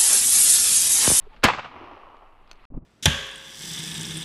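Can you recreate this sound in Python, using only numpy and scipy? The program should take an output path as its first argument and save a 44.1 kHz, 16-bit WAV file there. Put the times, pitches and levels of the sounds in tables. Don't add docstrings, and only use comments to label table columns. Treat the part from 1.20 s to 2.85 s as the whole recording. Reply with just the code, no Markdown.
import sys
import numpy as np
from scipy import signal
from scipy.fft import rfft, irfft
from scipy.io import wavfile
from scipy.ndimage import uniform_filter1d

SR = 44100
rng = np.random.default_rng(int(sys.argv[2]) if len(sys.argv) > 2 else 0)


def bounce(signal):
    frames = np.transpose(np.atleast_2d(signal))
    limited = np.clip(frames, -1, 1)
    pcm = np.round(limited * 32767).astype(np.int16)
    wavfile.write(sys.argv[1], SR, pcm)


N = 72765
T = np.arange(N) / SR

# time in seconds, level in dB.
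RUSTLE_ENVELOPE = [(0, -56.5), (.1, -59.5), (.14, -52), (.165, -59.5), (.2, -58), (.5, -62.5),
                   (1.15, -69.5), (1.25, -61.5), (1.36, -60), (1.45, -57)]
WIND_ENVELOPE = [(0, -44.5), (.2, -43), (.4, -62), (1.15, -51.5), (1.3, -50), (1.45, -54)]
BLAST_ENVELOPE = [(.232, -25.5), (.2348, -26), (.2365, -14.5), (.239, -8.5), (.241, 9), (.246, -4.5),
                  (.253, -8), (.262, -17), (.275, -21), (.32, -44.5), (.42, -110)]
RUB_ENVELOPE = [(1.5, -38.5), (1.525, -45), (1.546, -29.5), (1.56, -35), (1.58, -30.5), (1.598, -49.5),
                (1.63, -41.5), (1.65, -48)]

# frequency in Hz, relative density in dB.
RUSTLE_SPECTRUM = [(60, -8), (170, -3), (260, -3.5), (400, -4.5), (700, -4), (1200, -4), (1600, -11),
                   (2700, -12.5), (4500, -22), (6000, -39), (9000, -42.5), (14000, -53.5)]
WIND_SPECTRUM = [(3, -12.5), (15, 9), (28, -2.5), (50, -16), (100, -25.5), (300, -40.5), (1000, -77.5)]
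HISS_SPECTRUM = [(6000, -3.5), (12000, -3.5), (14000, -10.5), (16000, -19)]
TWIG_SPECTRUM = [(100, -17), (1000, -1), (2500, -1), (4700, -10), (6200, -24), (12000, -50.5)]
BLAST_SPECTRUM = [(30, -11), (100, -7.5), (200, -1.5), (310, -6.5), (450, -2), (900, -1.5), (1300, -4.5),
                  (1680, 2), (2050, -3), (2600, -4), (4000, -12.5), (7000, -28.5), (11000, -38.5),
                  (16000, -50)]
ECHO_SPECTRUM = [(40, -29.5), (220, -10.5), (350, -12.5), (550, -1.5), (800, 1.5), (1250, 2.5), (1800, -8),
                 (2700, -6), (4000, -21), (7000, -35.5), (10000, -54.5), (15000, -72)]
ROLL_SPECTRUM = [(25, -40), (45, -19), (90, -1), (160, -25), (240, -8.5), (350, -3.5), (554, -6.5),
                 (800, -1), (1150, 1.5), (1570, -12), (2900, -12), (3500, -23.5), (6000, -36.5),
                 (9000, -75), (12000, -78)]
SWELL_SPECTRUM = [(30, -31), (90, 2), (170, -36), (240, 0.5), (340, 6), (480, -10.5), (1000, -40),
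                  (3000, -80)]
SLAP_SPECTRUM = [(40, -14), (180, -6), (320, -7), (600, 6.5), (1150, 9.5), (1700, -17), (3000, -30),
                 (5000, -32), (9000, -77)]
RUB_SPECTRUM = [(15, -0.5), (40, -3.5), (80, -10.5), (170, -11.5), (320, -25), (550, -30), (1100, -38),
                (1700, -56), (2700, -62), (3500, -75.5), (8000, -96)]

# start in seconds, level in dB, decay in seconds.
TWIG_BURSTS = [(.054, -61, 0.0033), (.162, -51, 0.011), (.224, -46, 0.0025), (.968, -50, 0.0011),
               (1.275, -51, 0.0028), (1.292, -59.5, 0.024), (1.39, -78, .003), (1.451, -47, 0.0036)]
ECHO_BURSTS = [(.284, -13, 0.01), (.298, -21.5, 0.011), (.334, -23.5, 0.0051), (.346, -27, 0.0047),
               (.374, -34.5, 0.015), (.384, -30, 0.012), (.393, -30.5, 0.0046), (.429, -40.5, .012),
               (.444, -35, 0.024)]
SWELL_BURSTS = [(.555, -43.5, 0.014), (.6, -46, 0.028), (.63, -58.5, 0.065), (.712, -42, 0.014)]
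SLAP_BURSTS = [(.566, -47.5, 0.011), (.711, -42.5, 0.014), (.7695, -39, 0.0062), (.8325, -38, 0.0032),
               (.866, -42.5, 0.0076), (.943, -41, .005), (1.02, -48, 0.022), (1.2395, -54, 0.0019)]

# start in seconds, length in seconds, pitch in Hz, level in dB.
SQUEAK_TONES = [(.065, 0.017, 416, -43.5), (0.113, .04, 867, -51)]
# frequency in Hz, relative density in dB, T60 in seconds.
SCRUB_BANDS = [(40.24, -14, .5), (119, -1, .45), (200, -5.5, 1), (352, -6, 0.52), (600, -5, 0.26),
               (990, -3.5, 0.75), (1500, -2.5, 0.54), (2600, -7, .65), (4520, -12, .5), (7850, -20, .33),
               (10000, -33.5, 0.22), (15000, -49, .12)]
# start in seconds, gain in dB.
ACTION_CLICKS = [(1.3139, -37), (1.32, -54), (1.331, -50.5), (1.357, -65)]
# frequency in Hz, relative level in dB, T60 in seconds.
STEEL_MODES = [(1478, -4, 0.011), (2600, 2.5, 0.0089), (3340, -14, 0.012), (4350, 4.5, 0.0091),
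               (6080, -12.5, 0.03), (6430, -19, 0.015), (10400, -27, 0.0087)]
# start in seconds, gain in dB, pitch in Hz, decay in seconds.
CAMERA_KNOCKS = [(1.521, -32, 250, 0.0051), (1.542, -40, 170, 0.0039), (1.566, -31.5, 171.3, 0.0079),
                 (1.574, -21, 244, 0.0049)]

SHOT_S = .2322


def amp(db):
    return 10 ** (np.asarray(db) / 20)


def unit_rms(x):
    return x / np.sqrt(np.mean(x ** 2) + 1e-20)


def lookup(rows, hz, column=1):
    table = np.array(rows, float)
    return np.interp(np.log(hz + 1), np.log(table[:, 0] + 1), table[:, column])


def envelope(rows):
    return amp(np.interp(T, *np.transpose(rows)))


def coloured(x, spectrum):
    gain = amp(lookup(spectrum, np.fft.rfftfreq(N, 1 / SR)))
    return unit_rms(irfft(rfft(x) * gain, N))


def noise(spectrum):
    return coloured(rng.standard_normal(N), spectrum)


def shaped(x, gain_db):
    hz, t, bins = signal.stft(x, SR, nperseg=256)
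    return signal.istft(bins * amp(gain_db(hz[:, None], t)), SR, nperseg=256)[1][:N]


def since(start_s):
    return np.maximum(T - start_s, 0)


def ramp(start_s, rise_s):
    return np.clip((T - start_s) / rise_s, 0, 1)


def burst(start_s, rise_s, decay_s):
    return ramp(start_s, rise_s) * np.exp(-since(start_s + rise_s) / decay_s)


def bursts(rows, rise_s):
    return sum(amp(db) * burst(start_s, rise_s, decay_s) for start_s, db, decay_s in rows)


def rustle(depth_db=3.5):
    def patches_db(hz, t):
        field = uniform_filter1d(rng.standard_normal((len(hz), len(t))), size=8, axis=0)
        return depth_db * np.tanh(unit_rms(uniform_filter1d(field, size=5, axis=1)))
    return shaped(noise(RUSTLE_SPECTRUM), patches_db) * envelope(RUSTLE_ENVELOPE)


def wind():
    return noise(WIND_SPECTRUM) * envelope(WIND_ENVELOPE)


def hiss(level_db=-83.5):
    return amp(level_db) * noise(HISS_SPECTRUM)


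def twigs():
    return noise(TWIG_SPECTRUM) * bursts(TWIG_BURSTS, rise_s=.00067)


def squeaks(sag_fraction=.1056):
    out = np.zeros(N)
    for start_s, length_s, hz, db in SQUEAK_TONES:
        progress = ramp(start_s, length_s)
        pitch_hz = hz * (1 + sag_fraction * (.5 - progress))
        out += amp(db) * np.sin(np.pi * progress) * np.sin(2 * np.pi * np.cumsum(pitch_hz) / SR)
    return out


def blast(swing_s=.2495, swing_width_s=.0015, swing_db=-1.5,
          boom_s=.2505, boom_width_s=.002, boom_db=-15):
    crack = noise(BLAST_SPECTRUM) * envelope(BLAST_ENVELOPE) * ramp(SHOT_S, rise_s=.0002)
    u = (T - swing_s) / swing_width_s
    swing = (2 * u ** 2 - 1) * np.exp(-u ** 2)
    v = since(boom_s) / boom_width_s
    boom = v * (1 - v / 2) * np.exp(-v)
    return crack + amp(swing_db) * swing + amp(boom_db) * boom / boom.max()


def scrub(gain_db=-24.5):
    def decay_db(hz, t):
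        return -60 * np.maximum(t - SHOT_S, 0) / lookup(SCRUB_BANDS, hz, column=2)
    return amp(gain_db) * shaped(noise(SCRUB_BANDS), decay_db) * ramp(SHOT_S, rise_s=.045)


def near_echoes():
    return noise(ECHO_SPECTRUM) * bursts(ECHO_BURSTS, rise_s=.002)


def roll(start_s=.47, top_s=.56, hold_s=.082, level_db=-43.5, fall_db_per_s=26, grains_per_s=3500):
    def dulling_db(hz, t):
        return -3 * np.maximum(t - top_s, 0) * np.log2(1 + hz / 1500)
    grain_db = 3.2 * np.minimum(rng.exponential(1, N), 3.5)
    signs = rng.choice([-1, 1], N)
    arrivals = rng.random(N) < grains_per_s / SR
    grains = coloured(amp(grain_db) * signs * arrivals, ROLL_SPECTRUM)
    gain = ramp(start_s, top_s - start_s) * amp(level_db - fall_db_per_s * since(top_s + hold_s))
    return shaped(grains, dulling_db) * gain


def swells():
    return noise(SWELL_SPECTRUM) * bursts(SWELL_BURSTS, rise_s=.0053)


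def slaps():
    return noise(SLAP_SPECTRUM) * bursts(SLAP_BURSTS, rise_s=.0014)


def clicks(tick_db=.5):
    out = np.zeros(N)
    tick_noise = noise([(300, -19), (2000, 15), (6000, 9.5), (8000, -26),
                        (11000, -22), (13000, -33), (16000, -45)])
    for start_s, db in ACTION_CLICKS:
        t = since(start_s)
        ring = sum(amp(mode_db - 60 * t / t60_s) * np.sin(2 * np.pi * hz * t)
                   for hz, mode_db, t60_s in STEEL_MODES)
        tick = amp(tick_db) * tick_noise * burst(start_s, rise_s=.000067, decay_s=.0013)
        out += amp(db) * (ring + tick)
    return out


def handling(rise_s=.0013):
    out = noise(RUB_SPECTRUM) * envelope(RUB_ENVELOPE)
    for start_s, db, hz, decay_s in CAMERA_KNOCKS:
        t = since(start_s)
        attack = 1 - np.exp(-(t / rise_s) ** 2)
        out += amp(db) * attack * np.exp(-t / decay_s) * np.sin(2 * np.pi * hz * t)
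    return out


def scene(cut_s=1.4545, resume_s=1.502):
    shot = blast() + near_echoes() + scrub()
    hillside = roll() + slaps() + swells()
    close = rustle() + wind() + twigs() + squeaks() + clicks() + hiss()
    before = np.clip((cut_s - T) / .001, 0, 1)
    after = ramp(resume_s, rise_s=.003)
    return ((shot + hillside + close) * before + handling() * after)[None]


def record(dry):
    ceiling_db, knee, cutoff_hz = -9.5, 6, 15600
    clipped = dry / (1 + abs(dry / amp(ceiling_db)) ** knee) ** (1 / knee)
    lowpass = signal.firwin(255, cutoff_hz, window=("kaiser", 9), fs=SR)
    return signal.oaconvolve(clipped, lowpass[None], "same")


dry = scene()
out = record(dry)
bounce(out)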